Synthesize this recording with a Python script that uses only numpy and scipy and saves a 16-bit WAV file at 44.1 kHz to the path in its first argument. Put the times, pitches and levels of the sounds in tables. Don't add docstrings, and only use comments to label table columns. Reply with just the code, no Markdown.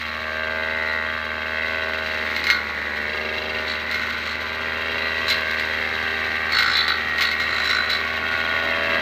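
import sys
import numpy as np
from scipy import signal
from scipy.fft import rfft, irfft
from scipy.io import wavfile

SR = 44100
rng = np.random.default_rng(int(sys.argv[2]) if len(sys.argv) > 2 else 0)


def int16_out(signal):
    q = np.round(np.clip(np.atleast_2d(signal).T, -1, 1) * 32767)
    wavfile.write(sys.argv[1], SR, q.astype(np.int16))


N = 397341
TIME = np.arange(N) / SR

# time in seconds, firings per second.
ENGINE_SPEED = [(0.0, 78.5), (0.27, 78.6), (0.75, 79.8), (1.36, 78.3), (1.65, 80.0), (2.01, 79.4),
                (2.36, 78.0), (2.56, 74.8), (3.01, 75.7), (3.11, 76.7), (3.54, 77.9), (4.12, 77.7),
                (4.89, 80.5), (5.19, 80.3), (5.54, 78.7), (6.05, 79.4), (6.42, 78.9), (6.62, 77.5),
                (7.48, 79.2), (7.68, 77.9), (8.81, 81.7), (9.01, 80.9)]
def brush_cutter():
    speed, = curves(ENGINE_SPEED)
    turns = np.cumsum(speed * (1 + .001 * wander(14))) / SR
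    tips = turns * 18 / 13
    engine = outdoors(exhaust(turns, speed) + second_arrival(turns) + airy_rush(turns)) + hum(turns)
    blade = grass(tips) + soil(tips) + squeals(tips) + strikes() + stones()
    return engine + blade + zings(turns)


# time in seconds, boom level in dB, bark level in dB, lag of the ground echo in ms.
SWING = [(0.0, -57, -34, 1.83), (0.22, -42.5, -34, 1.68), (0.6, -37.5, -32.5, 2), (0.9, -39.5, -30.5, 2.04),
         (1.2, -45.5, -32, 1.82), (1.85, -37.5, -32.5, 2.03), (2.4, -43, -32, 1.97), (2.75, -45, -34, 2.1),
         (3.25, -35.5, -41.5, 2.35), (3.6, -38, -35.5, 2.16), (4.2, -50, -37, 1.93), (4.85, -39, -34, 2.16),
         (5.5, -42, -34.5, 1.81), (6.2, -40.5, -34, 2.7), (6.8, -45, -29.5, 2.45), (7.6, -43.5, -42, 2.71),
         (8.35, -40.5, -30, 2.72), (8.85, -33, -30.5, 2.9), (9.01, -35, -30.5, 3.1)]
# frequency in Hz, level in dB.
BARK_TONE = [(600.0, -44.5), (790.0, -5.5), (880.0, -0.5), (1030.0, -17.5), (1130.0, 1.0), (1280.0, -5.5),
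             (1430.0, 5.5), (1580.0, 8), (1750.0, -6.5), (1950.0, -4.5), (2200.0, -14), (2450.0, -20.5),
             (3300.0, -41.5), (5000.0, -78)]
def exhaust(turns, speed):
    boom_db, bark_db, _ = curves(SWING)
    flutter = np.sin(2 * np.pi * flutter_cycles())
    firing = pulses(turns, uneven_db=.4, jitter_ms=.012)
    boom = aimed(muffler(turns, firing, flutter))
    bark = colour(firing + .05 * puffs(turns, length=.15, between=.02, uneven_db=1.5), BARK_TONE)
    return gain_of(boom_db) * boom + gain_of(bark_db) * bark + rasp(turns, speed, firing, flutter)


# time in seconds, cycles per second.
FLUTTER_RATE = [(0, 26), (1.9, 24.7), (3.6, 24.2), (4.3, 26), (4.8, 30.8), (5.2, 30.8), (5.55, 26.4),
                (5.9, 30.6), (6.4, 30.6), (8.45, 25), (8.7, 36.8)]
def flutter_cycles():
    rate, = curves(FLUTTER_RATE)
    return np.cumsum(rate) / SR


# frequency in Hz, level in dB.
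BOOM_TONE = [(250.0, -48.5), (325.0, -33), (390.0, 4), (475.0, -0.5), (555.0, 4), (640.0, 8.5),
             (715.0, -9.5), (850.0, -8.5), (960.0, 0.5), (1100.0, -4.5), (1400.0, -68.5)]
BURBLE_TONE = [(250, -34), (370, -11.5), (500, -1), (600, -6.5), (720, -2.5), (1000, -58)]
def muffler(turns, firing, flutter):
    gas = puffs(turns, length=.2, between=.03, uneven_db=2)
    boom = colour(gain_of(.8 * flutter) * firing + .03 * gas, BOOM_TONE)
    burble_db = -7.5 + .13 * (zing_level() - ZING_IDLE_DB)
    return boom + colour(gain_of(burble_db) * evened(flutter * firing), BURBLE_TONE)


# time in seconds, dB added to the resonance and taken from the rest.
FOCUS = [(0, 3.5), (1.2, 3), (2.2, 1.5), (2.6, -2), (3.2, 1.5), (5.5, -1.5), (8, 1.5), (8.8, 4.5)]
def aimed(boom, resonance_hz=604, width_hz=100):
    focus_db, = curves(FOCUS)
    drone = signal.lfilter(*signal.iirpeak(resonance_hz, resonance_hz / width_hz, SR), boom)
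    return gain_of(focus_db) * drone + gain_of(-focus_db) * (boom - drone)


# frequency in Hz, level in dB.
RASP_TONE = [(1500, -5), (2350, 1), (2550, 14), (2740, 18), (3020, -4.5), (3230, 17.5), (3450, -14),
             (3650, 1), (3900, 13.5), (4100, -4), (4400, -4.5), (4800, -5.5), (6500, -41), (9000, -28.5)]
# middle in seconds, half width in seconds, loss in dB (a negative loss lifts the rasp).
BODY_SHADOWS = [(4.33, 0.44, 1.5), (7.6, 0.28, -1.5)]
def rasp(turns, speed, firing, flutter, cruise_hz=79, db_per_hz=2.5, start_m=6.5, walk_m_per_s=.12):
    near_db = -20 * np.log10(1 - walk_m_per_s * TIME / start_m)
    shadow_db = sum(db * np.exp(-((TIME - s) / width) ** 2) for s, width, db in BODY_SHADOWS)
    level_db = -38.5 + db_per_hz * (speed - cruise_hz) + near_db - shadow_db
    jet = gain_of(4 * flutter) * puffs(turns, length=.5, between=.3, uneven_db=1.5)
    return gain_of(level_db) * evened(colour(evened(jet) + .45 * firing, RASP_TONE))


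# multiple of the firing rate, level in dB.
HUM_ORDERS = [(1, -44), (3, -45.5)]
def hum(turns):
    orders = sum(gain_of(db) * evened(np.cos(2 * np.pi * k * turns)) for k, db in HUM_ORDERS)
    return orders * gain_of(.12 * wander(5))


# time in seconds, level in dB, lag behind the firing in ms.
ARRIVAL = [(0.0, -35.5, 1.9), (0.5, -40, 2.13), (0.92, -31.5, 1.93), (1.3, -40, 1.96), (1.65, -33.5, 2.02),
           (2.0, -39.0, 1.97), (2.3, -32.5, 1.97), (2.7, -38.5, 1.96), (3.0, -33, 2.18), (3.4, -41, 2.2),
           (4.1, -38, 1.9), (4.38, -45, 1.98), (4.7, -37, 2.035), (5.5, -33, 2.1), (6.1, -33.5, 2.1),
           (7.3, -32.5, 1.83), (8.05, -37, 2.12), (8.35, -37, 1.8), (9.0, -32, 2.1)]
# frequency in Hz, level in dB.
ARRIVAL_TONE = [(700.0, -46), (1100.0, -29), (1500.0, -2.5), (1750.0, -6.5), (1880.0, 3), (2000.0, 3.5),
                (2120.0, -4), (2330.0, -18), (2900.0, -49.5), (3900.0, -22.5), (4600.0, -38),
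                (7000.0, -45.5)]
def second_arrival(turns):
    level_db, lag_ms = curves(ARRIVAL)
    main_pulse = pulses(turns, uneven_db=.7, jitter_ms=.012)
    late_tick = pulses(turns - .34, uneven_db=2, jitter_ms=.08)
    noise = puffs(turns, length=.2, between=.04, uneven_db=1.2)
    ringing = colour(main_pulse + .2 * late_tick + .13 * noise, ARRIVAL_TONE)
    return gain_of(level_db + 3) * delayed(ringing, lag_ms)


# frequency in Hz, level in dB, seconds to fade by 60 dB.
ZING_PARTIALS = [(2713, 11.5, 0.032), (2890, -7, 0.025), (3220, 0, 0.046), (3900, 2, 0.042),
                 (4170, -13, 0.019), (4420, -3, 0.025), (4640, -3, 0.03), (5000, -10, 0.027),
                 (5530, -15, 0.03)]
def zings(turns, rise_s=.006, sag=.04, detune=.008, spread_db=1):
    cycles, level_db, t = flutter_cycles(), zing_level(), TIME[:SR // 10]
    peaks = np.arange(1, int(cycles[-1])) + 1 / 4
    firings = np.round(np.interp(peaks, cycles, turns))
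    sagging = t - sag * rise_s * np.exp(-t / rise_s)
    swell = 1 - np.exp(-(t / rise_s) ** 2)
    tones, fizz = np.zeros((2, N))
    for s in np.interp(firings, turns, TIME):
        size = gain_of(np.interp(s, TIME, level_db) + spread_db * rng.standard_normal())
        for hz, db, t60 in ZING_PARTIALS:
            sharper, phase, louder = rng.standard_normal(3)
            tone = np.sin(2 * np.pi * (hz * (1 + detune * sharper) * sagging + phase))
            add(tones, s, size * swell * gain_of(db + louder - 60 * t / t60) * tone)
        add(fizz, s, size * burst(decay_s=.015))
    return gain_of(-8) * tones + gain_of(-23) * colour(fizz, SWISH_TONE)


# start and length in seconds, level in dB.
ZING_SPELLS = [(0.7, 0.31, -29), (1.17, 0.43, -25), (1.57, 0.28, -22), (1.94, 0.3, -19),
               (3.091, 0.53, -14.5), (3.73, 0.13, -20), (4.23, 0.11, -30), (4.814, .85, -19.5),
               (5.7, 0.71, -28), (8.2, 0.46, -42), (8.636, 0.29, -45)]
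ZING_IDLE_DB = -32.5
def zing_level():
    db = np.full(N, ZING_IDLE_DB)
    for start, length, spell_db in ZING_SPELLS:
        db[(TIME >= start) & (TIME < start + length)] = spell_db
    return db


# time in seconds, level in dB.
GRASS_LEVEL = [(0, -36), (.25, -39), (1.4, -40.5), (2.38, -32.5), (2.65, -37.5), (4.1, -34.5), (4.7, -36.5),
               (5.45, -34), (6.4, -34.5), (9, -34.5)]
# frequency in Hz, level in dB.
SWISH_TONE = [(1000, -4), (2100, 21), (2420, 14.5), (2750, 14), (3450, 9), (3950, 14.5), (4400, 8.5),
              (5200, -3), (5500, -1), (5850, -5.5), (6550, -6), (7400, -18.5), (8200, -13), (9700, -25.5),
              (11800, -21), (13600, -9), (15300, -20), (16500, -50)]
def grass(tips):
    swish_db, = curves(GRASS_LEVEL)
    snaps = puffs(tips, length=.4, between=.6, uneven_db=2.5)
    return gain_of(swish_db + 2 + 1.3 * wander(33)) * colour(snaps, SWISH_TONE)


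# start and length in seconds, then scrape, bell and rim levels in dB.
DRAGS = [(2.478, 0.063, -38, -20, -35), (3.683, 0.031, -36, -46, -32), (3.92, 0.25, -45, -27.5, -56),
         (4.241, 0.082, -37, -30, -42), (5.28, 0.046, -32, -24, -35), (6.55, 0.15, -29, -16, -33.5),
         (6.707, 0.046, -29, -27, -32), (6.757, 0.064, -37, -23, -28), (6.88, 0.054, -51, -19.5, -31),
         (7.21, 0.081, -33, -20.5, -31.5), (7.406, 0.021, -32, -20, -48), (7.494, 0.12, -33, -18.5, -55),
         (7.648, 0.11, -28.5, -19, -51), (7.766, 0.1, -39, -17, -52), (7.905, 0.042, -33, -20, -31)]
# frequency in Hz, level in dB, seconds to fade by 60 dB.
BELL_MODES = [(1163, -14, .25), (1351, -6, .3), (1402, -9, .15), (1458, 0, .25), (1508, -2, .2),
              (1550, -8, .1), (1872, -5, .2), (1960, -7, .1), (2089, -7, .15)]
SHRIEK_MODES = [(1930, -7, .02), (2160, -8, .1), (2850, -8, .04), (3194, -12, .1), (3525, -12, .14),
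                (3880, -5, .06), (3980, 0, .12), (4050, -3, .09), (4125, -3, .1), (4355, -10, .15),
                (5179, -20, .14), (5389, -20, .12), (5600, -22, .07), (6080, -22, .05), (6500, -24, .05),
                (6780, -20, .06), (7100, -24, .04), (7750, -27, .05), (8190, -25, .06)]
RIM_MODES = [(3310, -14, .04), (3470, 2.5, 0.059), (3890, 8, 0.041), (4350, 8, 0.07)]
def soil(tips, grazing_db=-51):
    scraping = tolling = gain_of(grazing_db)
    digging = 0
    for start, length, scrape_db, bell_db, rim_db in DRAGS:
        press = pressure(start, length)
        scraping = np.maximum(scraping, gain_of(scrape_db) * press)
        tolling = np.maximum(tolling, gain_of(bell_db) * press)
        digging = np.maximum(digging, gain_of(rim_db) * press)
    lopsided = 1 + .3 * np.sin(np.pi * tips)
    friction = puffs(tips, length=.35, between=.25, uneven_db=1.5)
    blows = pulses(tips - .4, uneven_db=1.5, jitter_ms=.02)
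    scrape = evened(lopsided * (.9 * friction + blows))
    shriek = ring(scraping * band(scrape, 1500, 8000), SHRIEK_MODES)
    bell = ring(tolling * band(scrape, 1000, 2600), BELL_MODES)
    rim_knocks = pulses(tips / 2, uneven_db=1.5, jitter_ms=.1)
    rim = ring(digging * band(rim_knocks, 2500, 5000), RIM_MODES)
    return spin(tips) * (shriek + gain_of(-9) * bell) + rim


def pressure(start, length, attack_s=.018, release_s=.027):
    early, late = np.maximum(start - TIME, 0), np.maximum(TIME - start - length, 0)
    return np.exp(-early / attack_s - late / release_s)


def spin(tips, depth_db=3.5):
    return evened(gain_of(depth_db * np.sin(np.pi * (tips - .2))))


# start and length in seconds, pitch in Hz, level in dB.
SQUEALS = [(0.096, .02, 4090, -40), (0.875, 0.037, 4080, -39.5), (2.5, 0.075, 4110, -36),
           (5.038, 0.029, 4120, -36.5), (5.31, 0.023, 4100, -29), (6.533, 0.044, 4360, -27),
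           (6.56, 0.19, 5177, -41), (6.71, 0.057, 3980, -29), (6.755, 0.056, 3524, -29),
           (6.758, 0.045, 3977, -22.5), (6.765, 0.035, 4127, -26), (6.88, .03, 3524, -39),
           (6.882, 0.028, 3980, -29), (7.536, 0.074, 3980, -38), (7.65, 0.095, 3980, -29.5),
           (7.652, 0.1, 5400, -45), (7.66, .09, 5610, -50), (7.775, 0.059, 3990, -30),
           (7.903, 0.058, 4000, -25.5), (7.905, .05, 5400, -47)]
def squeals(tips, waver_hz=18):
    drift = np.cumsum(waver_hz * wander(60)) / SR
    tones = sum(gain_of(db) * pressure(s, length) * np.sin(2 * np.pi * (hz * TIME + drift))
                for s, length, hz, db in SQUEALS)
    return np.sqrt(2) * tones * spin(tips) * gain_of(1.5 * wander(45))


# start in seconds, level in dB, extra level for the clang in dB.
STRIKES = [(2.3635, -21, 9), (2.441, -20, 4), (2.4684, -18.5, 13), (2.5014, -14, 16.5), (2.511, -28, 20),
           (3.913, -21, 7), (3.9447, -22, 9.5), (5.2822, -16.5, -4), (5.2922, -20, -4), (5.3015, -12.5, -3),
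           (5.3107, -24, 13), (5.5967, -22.5, -1), (6.5221, -18.5, 6), (6.5859, -13.5, 8),
           (6.769, -16.5, 4), (6.88, -17, -18), (7.1826, -21.5, 8), (7.2095, -19, 14.5), (7.2219, -13.5, 6),
           (7.314, -22.5, 12), (7.3996, -24, 13), (7.645, -21, -2), (7.701, -19, -4), (7.9008, -17, -12)]
# frequency in Hz, level in dB.
CRACK_TONE = [(200, -57), (1000, -44), (2000, 3), (3000, -4), (4200, -2.5), (4900, -7), (6100, -22),
              (6800, -24), (8200, -32.5), (10000, -30), (12000, -30), (13600, -17), (15300, -32),
              (16500, -39)]
# frequency in Hz, level in dB, seconds to fade by 60 dB.
CLANG_MODES = [(1260, -39, 0.41), (1380, 9, 0.32), (1915, 17, 0.26), (2230, 10, 0.026), (2140, 23, 0.27),
               (2860, 8, 0.037), (3690, 0, 0.2), (4130, 6, 0.15), (3890, -8, 0.33), (4300, 6.5, 0.24),
               (6020, -6, 0.12), (6180, -5.5, 0.15)]
def strikes(shriek_db=18):
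    crack, blow, tick = np.zeros((3, N))
    for s, db, clang_db in STRIKES + fine_grit():
        add(crack, s, gain_of(db - 7) * (burst(decay_s=.0022) + .87 * burst(decay_s=.026)))
        add(tick, s, gain_of([db + shriek_db]))
        add(blow, s, gain_of(db + clang_db - 33) * burst(decay_s=.0018))
        add(blow, s, gain_of([db + clang_db + 16.5]))
    clang = ring(band(blow, 1250, 7000), CLANG_MODES)
    shriek = ring(band(tick, 3000, 9000), SHRIEK_MODES)
    return colour(crack, CRACK_TONE) + clang + shriek


def fine_grit(count=8, per_s=22, spread_db=2, clang_db=-6):
    grains = []
    for start, length, scrape_db, *_ in DRAGS:
        delays = (np.arange(count) + rng.random(count)) / per_s
        levels = scrape_db + spread_db * rng.standard_normal(count)
        grains += [(start + s, db, clang_db) for s, db in zip(delays, levels) if s < length]
    return grains


# start in seconds, level in dB.
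STONES = [(4.105, -8), (5.328, -10), (5.4106, -9), (5.5127, -3.5), (6.632, 1), (7.209, 1), (7.2186, -6)]
def stones():
    clicks = np.zeros(N)
    for s, db in STONES:
        add(clicks, s, gain_of([db]))
    return colour(clicks, CRACK_TONE)


# time in seconds, level in dB.
AIR_LEVEL = [(0, -38), (2.25, -35.5), (2.55, -33.5), (7, -31.5), (9, -30)]
# frequency in Hz, level in dB.
AIR_TONE = [(20, -32), (45, -28), (70, -21), (110, 1), (150, -9), (210, -9), (320, -10), (500, -2),
            (740, -4), (950, -4.5), (1150, 4), (1300, -3), (1700, 0), (2000, 5.5), (2250, 4.5), (2500, -8),
            (5000, -49), (16000, -91)]
def airy_rush(turns):
    level_db, = curves(AIR_LEVEL)
    air = puffs(turns, length=1, between=1, uneven_db=2.5)
    return gain_of(level_db + .27 * wander(3.2)) * colour(air, AIR_TONE)


# time in seconds, level in dB.
LOW_RUSH_LEVEL = [(0, -52), (1.9, -48), (2.3, -45), (2.5, -45.5), (8, -48.5), (9, -39.5)]
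def low_rush():
    db, = curves(LOW_RUSH_LEVEL)
    return gain_of(db) * evened(band(rng.standard_normal(N), 175, 400))


def outdoors(x):
    ground_ms = curves(SWING)[2]
    bed_ms = 4.42 + .127 * TIME
    return x + .3 * delayed(x, ground_ms) + .14 * delayed(x, bed_ms) + vines(x)


def vines(x, count=24, detour_ms=(3, 16), drift_hz=1.5, level_db=-9.5):
    bright, echoes = band(x, 950, 6000), np.zeros(N)
    for delay, rate, phase in rng.random((count, 3)):
        lag = round(np.interp(delay, [0, 1], detour_ms) * SR / 1000)
        fading = np.sin(2 * np.pi * (rate * drift_hz * TIME + phase))
        echoes[lag:] += (bright * fading)[:N - lag]
    return gain_of(level_db) * echoes * np.sqrt(2 / count)


def pulses(turns, uneven_db, jitter_ms):
    at = np.interp(np.arange(1, int(turns[-1])), turns, np.arange(N))
    size, late = rng.standard_normal((len(at), 2)).T
    at = np.clip(at + late * jitter_ms * SR / 1000, 0, N - 2)
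    whole, clicks = at.astype(int), np.zeros(N)
    clicks[whole] = gain_of(uneven_db * size) * (1 - at % 1)
    clicks[whole + 1] = gain_of(uneven_db * size) * (at % 1)
    return evened(clicks)


def puffs(turns, length, between, uneven_db):
    size = gain_of(uneven_db * rng.standard_normal(N))[abs(turns).astype(int)]
    return evened((between + size * np.exp(-(turns % 1) / length)) * rng.standard_normal(N))


def burst(decay_s):
    t = TIME[:SR // 8]
    return rng.standard_normal(len(t)) * np.exp(-t / decay_s)


def wander(rate_hz):
    rolloff = 1 + (np.fft.rfftfreq(N, 1 / SR) / rate_hz) ** 4
    return evened(irfft(rfft(rng.standard_normal(N)) / rolloff, N))


def colour(x, spectrum, size=4096):
    hz, db = np.transpose(spectrum)
    log_hz = np.log(abs(np.fft.fftfreq(size, 1 / SR)) + 1)
    log_gain = np.log(gain_of(np.interp(log_hz, np.log(hz), db)))
    minimum_phase = np.exp(np.conj(signal.hilbert(log_gain)))
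    taps = np.fft.ifft(minimum_phase).real[:size // 2]
    return signal.oaconvolve(x, taps / np.linalg.norm(taps))[:N]


def ring(x, modes):
    t = TIME[:SR // 2]
    taps = sum(gain_of(db) * evened(np.sin(2 * np.pi * hz * t) * np.exp(-np.log(1000) * t / t60))
               for hz, db, t60 in modes)
    return signal.oaconvolve(x, taps / np.linalg.norm(taps))[:N]


def band(x, low_hz, high_hz):
    return signal.sosfilt(signal.butter(4, [low_hz, high_hz], "band", fs=SR, output="sos"), x)


def delayed(x, delay_ms):
    return np.interp(TIME - delay_ms / 1000, TIME, x)


def gain_of(db):
    return 10 ** (np.asarray(db) / 20)


def evened(x):
    return x / np.sqrt(np.mean(x ** 2) + 1e-20)


def curves(rows):
    s, *columns = np.transpose(rows)
    return [np.interp(TIME, s, c) for c in columns]


def add(mix, s, sound):
    part = mix[max(round(s * SR), 0):][:len(sound)]
    part += sound[:len(part)]


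def scene():
    return (brush_cutter() + low_rush())[None]


def record(dry):
    low_pass = signal.firwin(511, 15600, window=("kaiser", 9), fs=SR)
    return signal.oaconvolve(dry, low_pass[None], "same")


dry = scene()
out = record(dry)
int16_out(out)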